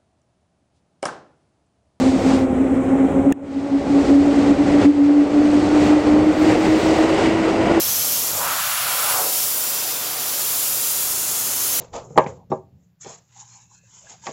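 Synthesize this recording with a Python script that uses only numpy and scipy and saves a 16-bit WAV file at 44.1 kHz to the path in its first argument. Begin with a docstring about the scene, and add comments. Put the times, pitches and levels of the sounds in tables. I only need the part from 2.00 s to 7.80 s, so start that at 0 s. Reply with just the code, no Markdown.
"""An electric train gathers speed beside a platform under a low roof, car after car passing close by.
From the start its motors sing one rising note, built from swept tones that swell, fade and beat;
rumble, wheel roar and rail hiss, made of coloured noise and resonances, lift as wheels go by.
For about the second from 0.5 s the microphone is muffled; near its end a tick rings the case.
The tick, and later the loudest motor swells, make the gain control duck and recover."""
import sys
import numpy as np
from scipy import signal
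from scipy.fft import rfft, irfft
from scipy.io import wavfile
from scipy.ndimage import uniform_filter1d, minimum_filter1d

SR = 44100
rng = np.random.default_rng(int(sys.argv[2]) if len(sys.argv) > 2 else 0)


def unload_wav(signal):
    """Save mono or channel-first audio to the path in sys.argv[1] as 16-bit WAV at rate SR, clipped to [-1, 1]."""
    wavfile.write(
        sys.argv[1],
        SR,
        np.round(np.clip(np.atleast_2d(signal).T, -1, 1) * 32767).astype(np.int16),
    )


N = 255780

# Motor note, rising with the speed: t/s, f/Hz
MOTOR_PITCH = [(0, 262.3), (0.3, 264.5), (0.5, 262.4), (1.0, 271.7), (1.5, 278), (2.05, 281.3),
               (2.5, 285.5), (3.0, 289), (3.48, 292), (3.62, 298.3), (4.08, 299.5), (4.45, 312),
               (4.8, 316.2), (5.4, 323), (5.8, 335)]
# Overtones of the note, the highest a thin whine:
# multiple of the note, first level/dB, last level/dB, width/Hz
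OVERTONES = [(2, -28, -33, 9), (3, -38, -40, 9), (4, -46.5, -47, 15), (15, -57.5, -45, 60)]
# The note swells as motors go by and their reflections fall into step: start t/s, end t/s, level/dB
MOTOR_SWELLS = [(-0.03, 0.03, -15), (0.044, 0.092, -7.5), (0.133, 0.173, -10.5), (0.25, 0.376, -12.5),
                (0.415, 0.462, -9.5), (0.6, 0.654, -17), (0.72, 0.738, -12), (0.783, 0.82, -17.5),
                (0.892, 1.07, -14.5), (1.145, 1.2, -16), (1.261, 1.303, -10.5), (1.325, 1.385, -15),
                (1.43, 1.52, -20), (1.561, 1.6, -7.5), (1.628, 1.669, -11), (1.714, 1.774, -7.5),
                (1.898, 2.025, -8), (2.112, 2.142, -3), (2.149, 2.22, -4.5), (2.225, 2.483, -10.5),
                (2.513, 2.528, 1), (2.592, 2.636, -7), (2.668, 2.82, -11), (2.858, 2.909, 0.5),
                (2.908, 2.979, -9), (2.986, 3.13, -5.5), (3.131, 3.245, -6), (3.336, 3.425, -7.5),
                (3.426, 3.504, -10.5), (3.533, 3.672, -13), (3.711, 3.858, -10), (3.875, 3.98, -11),
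                (4.048, 4.315, -11.5), (4.409, 4.544, -13.5), (4.586, 4.78, -13), (4.82, 4.945, -17.5),
                (4.994, 5.117, -17), (5.25, 5.405, -16.5), (5.43, 5.65, -20), (5.693, 5.83, -17.5)]
# How fast a swell comes and goes, and the level between swells
SWELL_RISE_S, SWELL_FALL_S, MOTOR_LULL_DB = 0.013, 0.012, -24.5
# The other motors run slightly out of step and beat against the nearest
OTHER_MOTORS_DB, OTHER_MOTORS_DB_PER_S = -23.5, -0.5
BEAT_HZ, BEAT_SPREAD_HZ = 9, 5.1

# Ring of the microphone's case: f/Hz, width/Hz, level/dB (TICK_DB is added), time to fall 60 dB/s
CASE_MODES = [(1750, 380, 1, 0.016), (2180, 450, -6, 0.012), (2950, 700, -1, 0.014),
              (5600, 560, -9, 0.0072), (7170, 600, -4, 0.0085), (8500, 890, -4, 0.0057),
              (10200, 1200, -8.5, 0.0042), (15000, 3000, -3.5, 0.0039)]
TICK_S, TICK_DB = 1.3233, 1.5
# Colour of the dry snap of the touch: f/Hz, relative level per Hz/dB
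SNAP_COLOUR = [(1000, -24), (1700, 5), (3500, 0), (4500, -18), (6300, -9), (15000, -19)]
SNAP_DB, SNAP_PEAK_S = -9, 0.00092

# Wheels go by, each shifting the running noise: t/s, time near/s, rumble lift/dB, roar lift/dB,
# hiss lift/dB, brightening of the hiss/dB
WHEEL_PASSES = [(0.04, 0.11, 4.5, 6.5, 9, 4.5), (0.31, 0.077, 6.5, 7, 9.7, 2.3),
                (1.0, 0.033, -2.5, 0.5, 1.5, -1.5), (1.27, 0.05, 1, -0.5, -2.5, 1.5),
                (2.07, 0.14, 4.5, 4, 3.3, 2.2), (2.47, 0.14, 7, 6, 5.5, 0), (2.76, 0.08, 6, 4, 4.5, -1),
                (2.845, 0.03, 5, 3.5, 4.5, 0), (3.18, 0.12, -2.5, 1, 0, -0.5),
                (3.63, 0.089, 3, 2.5, 2, 2.3), (3.85, 0.069, 5, 4, 4.5, 1.5), (4.08, 0.012, 0, 4.5, 1.5, 0),
                (4.18, 0.055, 6.5, 3.8, 1, 0), (4.45, 0.035, 3, 3, 3.5, 1), (4.53, 0.035, 5.5, 5, 5.5, 1.3),
                (4.64, 0.035, 2.5, 2.5, 3, 1.3), (4.87, 0.115, 3, 3.5, 3.5, 4), (5.15, 0.085, 2, 4, 4, 0.5),
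                (5.29, 0.049, 3.5, 2, 4, -0.5), (5.5, 0.03, 2, 4, 2.5, 0), (5.68, 0.052, 3.5, 4, 1.5, -1.5)]
JUDDER_DB, JUDDER_HZ = 0.48, 28  # rough rail shakes roar and hiss together

# Colours of roar, rumble and hiss: f/Hz, relative level per Hz/dB
ROAR_COLOUR = [(200, -16.5), (340, 3), (430, -0.3), (560, -0.5), (660, -4.5), (790, -4.5), (960, -12.5),
               (1150, -14), (1500, -18.5), (2500, -65)]
RUMBLE_COLOUR = [(20, -28), (35, -21.5), (55, -7), (85, -0.5), (135, -5), (200, 2), (260, 3), (400, -6.5),
                 (800, -61)]
HISS_COLOUR = [(800, -10), (1400, -2), (1680, -3), (1930, -0.5), (2350, -2.5), (2900, -6.5), (3400, -7),
               (4600, -7.5), (5600, -11), (7900, -15), (9300, -25.5), (11200, -41.5), (12500, -60),
               (15500, -70)]
# Resonances of wheels and track, each growing or fading as the train moves on:
# f/Hz, width/Hz, first level/dB, last level/dB (against the roar)
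WHEEL_MODES = [(641, 330, -28, -8.5), (786, 45, -15.5, -28.5), (947, 170, -36.5, -14),
               (1136, 140, -26.5, -21)]
# Resonances of the wheel rims: f/Hz, width/Hz, level/dB (RIM_DB and its growth are added)
RIM_MODES = [(1439, 120, -9), (1964, 220, -2.5), (2260, 240, -9), (2770, 710, -2.5)]
# Level at the start and its change per second, before the wheel passes
ROAR_DB, ROAR_DB_PER_S = -24.5, 0.83
RUMBLE_DB, RUMBLE_DB_PER_S = -25, 0.0
HISS_DB, HISS_DB_PER_S = -35.5, 1.2233
RIM_DB, RIM_DB_PER_S = -21, 3  # against the hiss
BRIGHT_DB, BRIGHT_DB_PER_S = 0.58, -0.5  # brightness of the hiss
# The hiss comes back once off the platform wall, by a path that shifts as the cars go by
WALL_DELAY_S, WALL_SWING_S, WALL_DB = 0.0063, 0.0001, -17
# The very top of the hiss: t/s, level/dB
SIZZLE_LEVEL = [(0, -60), (0.4, -63), (0.5, -72), (1.3, -71), (1.7, -82), (2.08, -63), (2.6, -77),
                (3.1, -75), (3.6, -62), (3.9, -56), (4.17, -75), (4.24, -62), (4.45, -55), (4.9, -52),
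                (5.6, -67.5)]

# How far the microphone port is covered: t/s, share (0 to 1)
COVER = [(0.35, 0.54), (0.43, 0.68), (0.47, 0.97), (1.41, 1), (1.53, 0.33)]
# What a covered port lets through: f/Hz, level/dB
COVERED_COLOUR = [(300, 1), (1400, -2.5), (2300, -5), (3200, -10), (3900, -16), (4600, -25), (5500, -16.5),
                  (6500, -10.5), (8000, -3), (12000, 1)]
CUTOFF_HZ = 15800  # the treble ends here


def motors(waver_hz=2.02, shimmer_db=2.0, far_db=-15, echo_db=-18, echo_width_hz=9):
    """A nearly pure rising note beats with the other motors, with scattered echo and faint overtones."""
    pitch, = in_time(MOTOR_PITCH)
    level = motor_level()
    usual_level = uniform_filter1d(level, size=SR // 2)
    phase = 2 * np.pi * np.cumsum(pitch) / SR
    slower_phase = 2 * np.pi * np.cumsum(pitch - BEAT_HZ) / SR

    note = level * wandering(phase, waver_hz, rate_hz=12.2)
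    others_gain = from_db(ramp(OTHER_MOTORS_DB, OTHER_MOTORS_DB_PER_S))
    others = others_gain * wandering(slower_phase, BEAT_SPREAD_HZ, rate_hz=15.1)
    echo = usual_level * from_db(echo_db) * diffuse(phase, echo_width_hz)

    overtones = np.zeros(N)
    for multiple, first_db, last_db, width_hz in OVERTONES:
        gain = from_db(np.linspace(first_db, last_db, N))
        overtones += gain * diffuse(multiple * phase, width_hz)

    # The farther the motors, the more their note flickers among the walls
    farness = np.minimum(from_db(far_db) / usual_level, 1)
    flicker_db = shimmer_db * farness * np.tanh(drift(19))
    return (note + others + echo) * from_db(flicker_db) + overtones


def motor_level():
    """Strength of the nearest motors: each swell rises out of the lull, holds and sinks back."""
    t = np.arange(N) / SR
    lull = from_db(MOTOR_LULL_DB)
    level = np.full(N, lull)
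    for start, end, db in MOTOR_SWELLS:
        rise = (1 + np.tanh((t - start) / SWELL_RISE_S)) / 2
        fall = (1 - np.tanh((t - end) / SWELL_FALL_S)) / 2
        level += (from_db(db) - lull) * rise * fall
    return level


def case_tick(rise_cycles=3.7):
    """A hard, gritty touch snaps and rings the small case for milliseconds; low modes build up last."""
    age = np.maximum(np.arange(N) / SR - TICK_S, 0)
    grit = rms_one(coloured(rng.standard_normal(N), SNAP_COLOUR))
    snap_shape = age / SNAP_PEAK_S * np.exp(1 - age / SNAP_PEAK_S)
    tick = from_db(SNAP_DB) * grit * snap_shape
    for hz, width_hz, db, t60 in CASE_MODES:
        straying_hz = hz + width_hz / 2 * drift(width_hz / 2)
        phase = 2 * np.pi * np.cumsum(straying_hz) / SR
        rise = np.minimum(age * hz / rise_cycles, 1)
        fallen_db = np.minimum(60 * age / t60, 300)
        tick += rise * from_db(TICK_DB + db - fallen_db) * np.sin(phase)
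    return tick


def running_gear():
    """Wheels roar and ring on the rail, car bodies rumble, the contact hisses."""
    rumble_lift_db, roar_lift_db, hiss_lift_db, brighten_db = wheel_passes()
    judder_db = JUDDER_DB * drift(JUDDER_HZ)
    roar = wheel_roar(roar_lift_db + judder_db)
    rumble = body_rumble(rumble_lift_db)
    hiss = rail_hiss(hiss_lift_db + judder_db, brighten_db)
    return roar + rumble + off_the_wall(hiss) + sizzle()


def wheel_passes():
    """Shift in dB of rumble, roar, hiss and brightness, coming and going around each wheel pass."""
    t = np.arange(N) / SR
    shifts_db = np.zeros((4, N))
    for s, near_s, *pass_db in WHEEL_PASSES:
        nearness = np.exp(-0.5 * ((t - s) / near_s) ** 2)
        shifts_db += np.outer(pass_db, nearness)
    return shifts_db


def wheel_roar(lift_db):
    """Rolling shakes wheels and track: broad noise plus resonances that grow or fade."""
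    roar = noise(ROAR_COLOUR, flutter_db=0.9, flutter_hz=26)
    for hz, width_hz, first_db, last_db in WHEEL_MODES:
        roar += from_db(np.linspace(first_db, last_db, N)) * resonance(hz, width_hz)
    return from_db(ramp(ROAR_DB, ROAR_DB_PER_S) + lift_db) * roar


def body_rumble(lift_db):
    """Car bodies shake at random: low noise with a slightly uneven level."""
    level_db = ramp(RUMBLE_DB, RUMBLE_DB_PER_S) + lift_db
    return from_db(level_db) * noise(RUMBLE_COLOUR, flutter_db=0.74, flutter_hz=13.0)


def rail_hiss(lift_db, brighten_db):
    """Wheel on rail makes high contact noise and shakes the wheel rims into ringing."""
    contact = contact_noise(ramp(BRIGHT_DB, BRIGHT_DB_PER_S) + brighten_db)
    rims = sum(from_db(db) * resonance(hz, width_hz) for hz, width_hz, db in RIM_MODES)
    rims = from_db(ramp(RIM_DB, RIM_DB_PER_S)) * rims
    return from_db(ramp(HISS_DB, HISS_DB_PER_S) + lift_db) * (contact + rims)


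def contact_noise(bright_db, pivot_hz=3000):
    """Noise split in two: brightness lifts the treble and lowers the dull part by half as many dB."""
    hiss = noise(HISS_COLOUR, flutter_db=0.5, flutter_hz=7.7)
    dull = coloured(hiss, [(pivot_hz / 2, 0), (pivot_hz, -6), (2 * pivot_hz, -24)])
    return dull * from_db(-bright_db / 2) + (hiss - dull) * from_db(bright_db)


def off_the_wall(x):
    """A sound with its reflection, which lays a slowly moving ripple on its colour."""
    n = np.arange(N)
    delay_s = WALL_DELAY_S + WALL_SWING_S * drift(0.5)
    reflection = np.interp(n - delay_s * SR, n, x, left=0)
    return x + from_db(WALL_DB) * reflection


def sizzle():
    """The very top of the hiss: fluttering high noise that follows its own level curve."""
    level_db, = in_time(SIZZLE_LEVEL)
    return from_db(level_db) * noise([(8000, -31.0), (11000, -0.5)], flutter_db=3.0, flutter_hz=12)


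def through_port(x):
    """A partly covered microphone port mixes the open sound with the muffled one."""
    cover = np.clip(in_time(COVER)[0], 0, 1)
    return (1 - cover) * x + cover * coloured(x, COVERED_COLOUR)


def gain_control(x, sense_hz=5000, treble_ceiling_db=-17.0, ceiling_db=-4.0, recovery_s=0.4):
    """Loud swells and sharp treble peaks pull the gain down at once; it creeps back up."""
    highpass = signal.butter(2, sense_hz, "high", fs=SR, output="sos")
    treble = signal.sosfilt(highpass, x)
    overall_load = np.abs(x) / from_db(ceiling_db)
    treble_load = np.abs(treble) / from_db(treble_ceiling_db)
    load = np.maximum(overall_load, treble_load)
    over_db = 20 * np.log10(np.maximum(load, 1))
    # Hold each peak while it fades with the recovery time
    growth = np.exp(np.arange(N) / SR / recovery_s)
    held_db = np.maximum.accumulate(over_db * growth) / growth
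    # Look about a millisecond ahead, and smooth the dip
    gain_db = uniform_filter1d(minimum_filter1d(-held_db, size=65), size=65)
    return x * from_db(gain_db)


def wandering(phase, spread_hz, rate_hz):
    """A tone of steady strength whose pitch strays at random; rms 1."""
    stray = 2 * np.pi * np.cumsum(spread_hz * drift(rate_hz)) / SR
    return np.sqrt(2) * np.sin(phase + stray)


def diffuse(phase, width_hz):
    """A tone arriving by many shifting paths: its strength and phase wander; rms near 1."""
    return drift(width_hz) * np.cos(phase) + drift(width_hz) * np.sin(phase)


def resonance(hz, width_hz):
    """A part that rings at one pitch, shaken at random; rms near 1."""
    return diffuse(2 * np.pi * hz * np.arange(N) / SR, width_hz / 2)


def noise(colour, flutter_db, flutter_hz):
    """Coloured noise with an uneven level; rms 1."""
    steady = coloured(rng.standard_normal(N), colour)
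    return rms_one(steady * from_db(flutter_db * drift(flutter_hz)))


def drift(rate_hz):
    """Slow random wandering of rms 1, changing about rate_hz times a second."""
    bins_hz = np.arange(N // 2 + 1) * SR / N
    lowpass = (bins_hz > 0) / (1 + (bins_hz / rate_hz) ** 2)
    return rms_one(irfft(rfft(rng.standard_normal(N)) * lowpass, N))


def coloured(x, points):
    """Filter by a curve of (f/Hz, level/dB) points, joined on a log frequency scale."""
    hz, db = np.transpose(points)
    bins_hz = np.maximum(np.arange(N // 2 + 1) * SR / N, 1)
    gain = from_db(np.interp(np.log(bins_hz), np.log(hz), db))
    return irfft(rfft(x) * gain, N)


def in_time(rows):
    """The columns of a timed table, sample by sample."""
    s, *columns = np.transpose(rows)
    return [np.interp(np.arange(N) / SR, s, column) for column in columns]


def ramp(start, per_s):
    """A value that changes steadily as the train gathers speed."""
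    return start + per_s * np.arange(N) / SR


def rms_one(x):
    """Scale to an rms of 1."""
    return x / np.sqrt(np.mean(np.abs(x) ** 2) + 1e-20)


def from_db(db):
    """Decibels to gain."""
    return 10 ** (np.asarray(db) / 20)


def scene():
    """The train as heard through the microphone port, and the tick on the case."""
    train = motors() + running_gear()
    return (through_port(train) + case_tick())[None]


def record(dry):
    """Gain control, then a steep treble cut."""
    lowpass = signal.ellip(10, 0.1, 90, CUTOFF_HZ, fs=SR, output="sos")
    return signal.sosfilt(lowpass, gain_control(dry[0]))[None]


dry = scene()
out = record(dry)
unload_wav(out)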